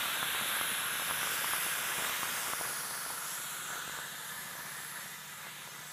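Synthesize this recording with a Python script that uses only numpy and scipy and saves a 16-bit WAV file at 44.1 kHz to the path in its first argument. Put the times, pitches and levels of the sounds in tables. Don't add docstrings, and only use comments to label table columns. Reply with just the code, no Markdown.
import sys
import numpy as np
from scipy import signal
from scipy.fft import rfft, irfft
from scipy.io import wavfile
from scipy.ndimage import uniform_filter1d, map_coordinates

SR = 44100
rng = np.random.default_rng(int(sys.argv[2]) if len(sys.argv) > 2 else 0)


def store_pcm(level_fs):
    pcm = np.round(np.clip(level_fs, -1, 1) * 32767).astype(np.int16)
    wavfile.write(sys.argv[1], SR, np.atleast_2d(pcm).T)


def boost_factor(decibels):
    exponent = np.asarray(decibels, float) / 20
    return 10 ** exponent


N = 261072
T = np.arange(N) / SR
FRAME = 512


def unit(x):
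    return x / np.sqrt(np.mean(x ** 2) + 1e-20)


def along(points, hz):
    f, v = np.transpose(points)
    return np.interp(np.log(hz + 1), np.log(f + 1), v)


def curves(rows, t):
    s, *cols = np.transpose(rows)
    return [np.interp(t, s, c) for c in cols]


def wobble(rate):
    coarse = T[::32]
    knots = rng.standard_normal(int(N * rate / SR) + 4)
    return np.interp(T, coarse, map_coordinates(knots, [coarse * rate]))


def peak(hz, centre_hz, width_hz):
    return 1 / np.sqrt(1 + (2 * (hz - centre_hz) / width_hz) ** 2)


def smoothed(cells, bands, frames):
    return uniform_filter1d(uniform_filter1d(cells, size=bands, axis=0), size=frames, axis=1)


def rush(colour, patchy_db):
    hz, t, z = signal.stft(rng.standard_normal(N), SR, nperseg=FRAME)
    gain = colour(hz[:, None], t) + 0 * t
    gain = gain / np.sqrt(np.mean(gain ** 2, axis=0))
    patches = unit(smoothed(rng.standard_normal(z.shape), bands=5, frames=24))
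    z = z * gain * boost_factor(patchy_db * patches)
    return unit(signal.istft(z, SR, nperseg=FRAME)[1][:N])


# time in seconds, loss with distance in dB (positive is nearer), facing the holes in dB.
PHONE = [(0, 1, -4), (.2, 0, -2.5), (.56, 1, 2.5), (.94, -.5, 2), (1.3, 0.5, 0.5), (1.65, 0, 3),
         (1.83, -1, -0.5), (2.05, 1, -2.5), (2.26, -.5, -2.5), (2.5, -1, -1.5), (2.8, -3.5, 3.5),
         (3.3, -5, 4), (3.7, -5, 0.5), (3.82, -4, -6), (4.1, -5.5, -3), (4.72, -7, 0.5), (5.25, -10, -3.5),
         (5.92, -11, -3.5)]
# time in seconds, tightness of the gap in dB, jet let past in dB, echo notch in Hz, notch depth 0-1.
SHOE = [(0, 0.5, 1, 4900, 0.6), (.45, 0, 0, 4860, 0.63), (1, -.5, 0.5, 4600, 0.6), (1.4, -1, 3, 4150, 0.46),
        (1.85, -1, 3, 4220, 0.67), (2.15, -2, 3, 4550, 0.46), (2.45, -3.5, 4.5, 4250, 0.6),
        (2.9, -9.5, 3, 3700, 0.05), (3.2, -6.5, 2.5, 4200, 0.14), (3.4, -3.5, 3.5, 4900, 0.67),
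        (3.75, -2.5, 2, 5100, 0.62), (4.1, -4, 0.5, 5060, 0.4), (4.6, -7.5, 0.5, 4860, 0),
        (5.2, -5.5, 2.5, 5000, 0.14), (5.55, -1.5, 1.5, 4970, 0.2), (5.92, -5, 3, 5150, 0.05)]


def steam():
    loss_db, facing_db = curves(PHONE, T)
    closed_db, passed_db, _, _ = curves(SHOE, T)
    flutter = wobble(14)
    head_db = -40 + surge_db() + 0.14 * flutter + 1.04 * wobble(90)
    gap_db = -39 + closed_db + 0.28 * flutter
    jet_db = -42 + passed_db + 0.27 * flutter
    holes_db = -42 + facing_db + 0.9 * wobble(6.2)
    flow = boost_factor(head_db) * rush(head, patchy_db=0.74)
    flow += boost_factor(gap_db) * rush(gap, patchy_db=0.37)
    flow += boost_factor(jet_db) * rush(jet, patchy_db=1.5)
    flow += boost_factor(holes_db) * rush(holes, patchy_db=2.2)
    return boost_factor(loss_db) * flow


# time in seconds, centre in Hz, width in Hz, gain over the broad hump in dB.
MODE = [
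    (0, 1560, 407, 0),
    (1.4, 1510, 437, 12),
    (2.1, 1510, 450, -9),
    (2.6, 1400, 462, -4),
    (3.3, 1350, 500, -1),
    (3.8, 1460, 404, 14),
    (4.2, 1750, 200, -1.5),
    (5.1, 1870, 150, 3.5),
    (5.4, 1900, 300, -15),
]


def head(hz, t):
    mode_hz, width_hz, gain_db = curves(MODE, t)
    return boost_factor(gain_db) * peak(hz, mode_hz, width_hz) ** 2 + peak(hz, 1476, 2090) ** 4


def shifted(centre_hz, follows, t):
    return centre_hz + follows * (curves(SHOE, t)[2] - 5000)


# frequency in Hz for an upper edge at 4 kHz, level in dB per Hz.
GAP = [(1500, -17.5), (2000, -2), (2600, -1.5), (3000, -1), (3500, 0.5), (3900, -1.5), (4100, -9),
       (4550, -9.5), (4680, -30)]


def gap(hz, t):
    edge_hz = shifted(4050, 0.19, t)
    overtone = 0.48 * (t > 4.1) * (t < 5.3) * peak(hz, 3600, 140) ** 2
    ridge = 0.5 * np.clip(1 - t / 1.1, 0, 1) * peak(hz, 3600, 600) ** 2
    return boost_factor(along(GAP, hz * 4000 / edge_hz)) * (1 + overtone + ridge)


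# frequency in Hz, level in dB per Hz.
JET = [(2500, -28), (4200, -2), (6000, -6), (9000, -5), (12000, -8.5), (12900, -6), (14000, -2.5),
       (15300, -7.5)]


def jet(hz, t):
    shown = np.interp(t, [0, 3.1, 3.4, 4, 4.4, 5.92], [0.1, 0.36, 2.1, 1.8, 0.55, 1.2])
    return boost_factor(along(JET, hz)) * (1 + shown * peak(hz, shifted(7150, 0.9, t), 2100) ** 2)


def holes(hz, t):
    whistle = peak(hz, shifted(11150, 0.39, t), 1680) ** 2
    facing = np.interp(t, [1.1, 1.3, 1.75, 1.9, 2.25, 2.4, 2.55], [0.22, 0.94, 0.73, 0.0, 0.31, 0.97, 0.29])
    return whistle + facing * peak(hz, 12500, 600) ** 2


SURGES = [
    3.74,
    4.98,
    5.46,
]


def surge_db():
    width_s = 0.06
    return 3.5 * sum(np.exp(-((T - s) / width_s) ** 2) for s in SURGES)


def blip(hz, cycles):
    turns = np.arange(SR // 25) / SR * hz
    return np.sin(2 * np.pi * turns) * boost_factor(-60 * (turns - 1 / 4) / max(cycles, 1))


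# crest in seconds, crest in dB, ring in Hz, cycles of ring to -60 dB.
SPITS = [(0.0577, -26.5, 1210, 9), (0.2295, -19.5, 1300, 7), (0.3484, -27, 1000, 10),
         (0.4123, -25.5, 1220, 2), (0.6128, -19, 1300, 8), (0.956, -29, 1250, 4), (1.1106, -23, 1100, 7),
         (1.2316, -21, 1300, 4), (1.273, -27, 1160, 12), (1.4447, -25.5, 1050, 13),
         (1.5351, -22.5, 1100, 12), (1.6655, -28, 885, 3), (1.9875, -27, 1000, 5), (1.9985, -27, 1000, 5),
         (2.0237, -25, 1160, 3), (2.232, -22, 1170, 9), (2.535, -21, 1120, 8), (2.6118, -24.5, 780, 6),
         (2.652, -28.5, 1140, 20), (2.9098, -28, 1170, 5), (3.0635, -31, 1050, 5), (3.1032, -30, 1000, 12),
         (3.704, -30, 1220, 4), (0.9978, -27, 1100, 8), (4.553, -39, 710, 2), (3.8968, -30, 1100, 5),
         (3.9885, -32, 970, 9), (4.835, -36, 1220, 3), (5.4686, -36, 935, 10), (5.6756, -38, 1000, 8)]
# crest in seconds, crest in dB,
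# ring in Hz, cycles of ring to -60 dB.
GULPS = [
    (.421, -38, 200, 8),
    (0.719, -40, 190, 12),
    (1.982, -41, 200, 4),
    (2.228, -48, 205, 13),
    (3.8785, -36, 550, 1),
    (5.06, -40, 800, 8),
]


def spitting():
    out = np.zeros(N + SR)
    for s, db, hz, cycles in SPITS + GULPS:
        slug = blip(hz, cycles)
        out[round((s - 1 / 4 / hz) * SR):][:len(slug)] += boost_factor(db + 0.3) * slug
    return out[:N]


# frequency in Hz, level in dB per Hz.
GURGLE = [(30, -10), (80, -15), (200, -14.5), (255, -3), (330, -8.5), (500, -1), (800, -4.5), (1100, 6.5),
          (1800, -19)]


def hose():
    patter = np.zeros(N + SR)
    for at, size, tone in rng.random((700, 3)):
        slug = blip(550 * 2.5 ** tone, cycles=6.8)
        patter[int(at * N):][:len(slug)] += boost_factor(-3 * np.log(size + 0.02)) * slug
    rumble = boost_factor(3.1 * wobble(30)) * rush(lambda hz, t: boost_factor(along(GURGLE, hz)), patchy_db=2.0)
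    swell_s = 0.15
    wet = np.tanh(sum(np.exp(-((T - s) / swell_s) ** 2) for s, *_ in SPITS) / 2)
    fade_db = 1.12 * curves(PHONE, T)[0]
    level_db = -51.5 + fade_db + 4 * wet + surge_db()
    return boost_factor(level_db) * (unit(rumble) + boost_factor(-5) * unit(patter[:N]))


def walls(x):
    echoes = 0
    for place, sign, drift in rng.random((6, 3)):
        delay_s = 0.002 + 0.014 * place + 0.000128 * (drift - 0.7) * T + 0.00006 * wobble(1.237)
        echoes = echoes + np.sign(sign - 0.5) * map_coordinates(x, [(T - delay_s) * SR], mode="wrap")
    share = boost_factor(-20.5 - 0.68 * curves(PHONE, T)[0])
    return (x + share * echoes) / np.sqrt(1 + 6 * share ** 2)


# time in seconds, notch in Hz, width in Hz, depth 0-1.
HAND = [
    (0, 2360, 200, 0.3),
    (2.3, 2380, 200, 0),
    (3, 2660, 700, 0.34),
    (4.1, 2300, 500, 0.8),
    (4.7, 2830, 600, 0.26),
    (5.5, 2700, 400, .05),
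]
# time in seconds, notch in Hz.
TREBLE_NOTCH = [(0, 13400), (.5, 12800), (.9, 12300), (1.65, 13900), (2.15, 11700), (2.3, 13800), (2.9, 12800),
                (3.65, 12900), (4, 13800), (4.25, 14900), (4.5, 13200), (5.92, 13700)]


def cancelled(x):
    hz, t, z = signal.stft(x, SR, nperseg=4 * FRAME)
    *_, shoe_hz, shoe_depth = curves(SHOE, t)
    hand = curves(HAND, t)
    shoe = shoe_hz, 0.21 * shoe_hz, shoe_depth
    deepening = np.clip(0.5 + t / 2 / 0.4, 0, 1)
    treble_notch = curves(TREBLE_NOTCH, t)[0], 1200, 0.72 * deepening
    bounce_depth = 0.17 - 0.073 * curves(PHONE, t)[0]
    carpet = 623, 41, bounce_depth
    table = 1108, 31, bounce_depth
    echoes = [hand, shoe, treble_notch, carpet, table]
    for (centre_hz, width_hz, depth), shake in zip(echoes, [0.62, 0.0, 1, 0, 0.1]):
        centre_hz = centre_hz + shake ** 2 * 380 * np.interp(t, T, wobble(14))
        flicker = 0.1 * np.interp(t, T, wobble(14)) - 0.33
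        depth = np.clip(depth + shake * flicker, 0, 0.8)
        z = z * (1 - depth * peak(hz[:, None], centre_hz, width_hz) ** 2)
    return signal.istft(z, SR, nperseg=4 * FRAME)[1][:N]


# multiple of the shaft rate, level in dB.
MOTOR = [(1, -21), (2, -23), (3, -15), (4, -16), (5, -19), (6, -24), (7, -16), (8, -8), (9, .5), (10, 6),
         (11, -4), (12, 1), (13, -2), (14, -3), (15, -4), (16, -20)]


def motor():
    shaft_hz, first_beat_s = 15.01, 0.062
    turn = 2 * np.pi * shaft_hz * (T - first_beat_s) + 0.016 * wobble(1.36)
    drone = 0
    for k, db in MOTOR:
        spread = 0.07 * (k - 11) ** 2 + 0.7 * wobble(3)
        drone = drone + boost_factor(db + wobble(4)) * np.cos(k * turn + spread)
    return boost_factor(-60.5) * unit(drone)


# frequency in Hz, level in dB per Hz.
ROOM = [(25, -11), (60, -6), (130, 7), (200, 1), (260, -17), (600, -14), (3000, -27), (16000, -16)]


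def room_air():
    return boost_factor(-62.5) * rush(lambda hz, t: boost_factor(along(ROOM, hz)), patchy_db=5.5)


def scene():
    mono = cancelled(walls(steam()) + hose()) + spitting() + motor() + room_air()
    return np.array([mono, mono])


def starved(x, from_hz, under_db):
    hz, t, z = signal.stft(x, SR, nperseg=4 * FRAME)
    power = smoothed(np.abs(z) ** 2, bands=5, frames=2)
    around = uniform_filter1d(power, size=70, axis=0)
    margin_db = under_db - 12 * np.clip(1 - hz[:, None] / from_hz, 0, 1) ** 0.5
    return signal.istft(z * (power > around * boost_factor(2 * margin_db)), SR, nperseg=4 * FRAME)[1][:N]


# middle in seconds, band centre in Hz.
REFILLS = [(0.159, 5200), (0.159, 9600), (0.879, 9600), (0.922, 5200), (0.972, 10500), (1.019, 12050),
           (1.022, 5500), (1.644, 8960), (2.67, 10330), (3.342, 9000), (4.175, 4950), (4.41, 13740),
           (4.526, 8960), (4.576, 6930), (5.016, 5800), (5.296, 10330), (5.707, 5450), (5.708, 11020)]


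def refills(x):
    side, size = np.zeros(N), 4 * FRAME
    hz = np.fft.rfftfreq(size, 1 / SR)
    for s, centre_hz in REFILLS:
        start = round(s * SR) - size // 2
        band = abs(hz - centre_hz) < 1500 / 2
        level = np.std(irfft(rfft(x[start:][:size]) * band, size))
        block = unit(irfft(rfft(rng.standard_normal(size)) * band, size))
        side[start:][:size] += boost_factor(-4) * level * block * np.sin(np.pi * np.arange(size) / size)
    return np.array([side, -side])


def top_cut(x):
    return signal.sosfilt(signal.butter(12, 16480, fs=SR, output="sos"), x)


def record(dry):
    hz = np.fft.rfftfreq(N, 1 / SR)
    bass = (1j * hz / (51 + 1j * hz)) ** 2
    top = boost_factor(-0.5 * np.clip(hz - 15280, 0, None))
    mono = starved(dry[0], from_hz=12600, under_db=-3.6)
    mix = irfft(rfft(mono) * bass * top, N) + refills(mono)
    return top_cut(mix)


dry = scene()
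out = record(dry)
store_pcm(out)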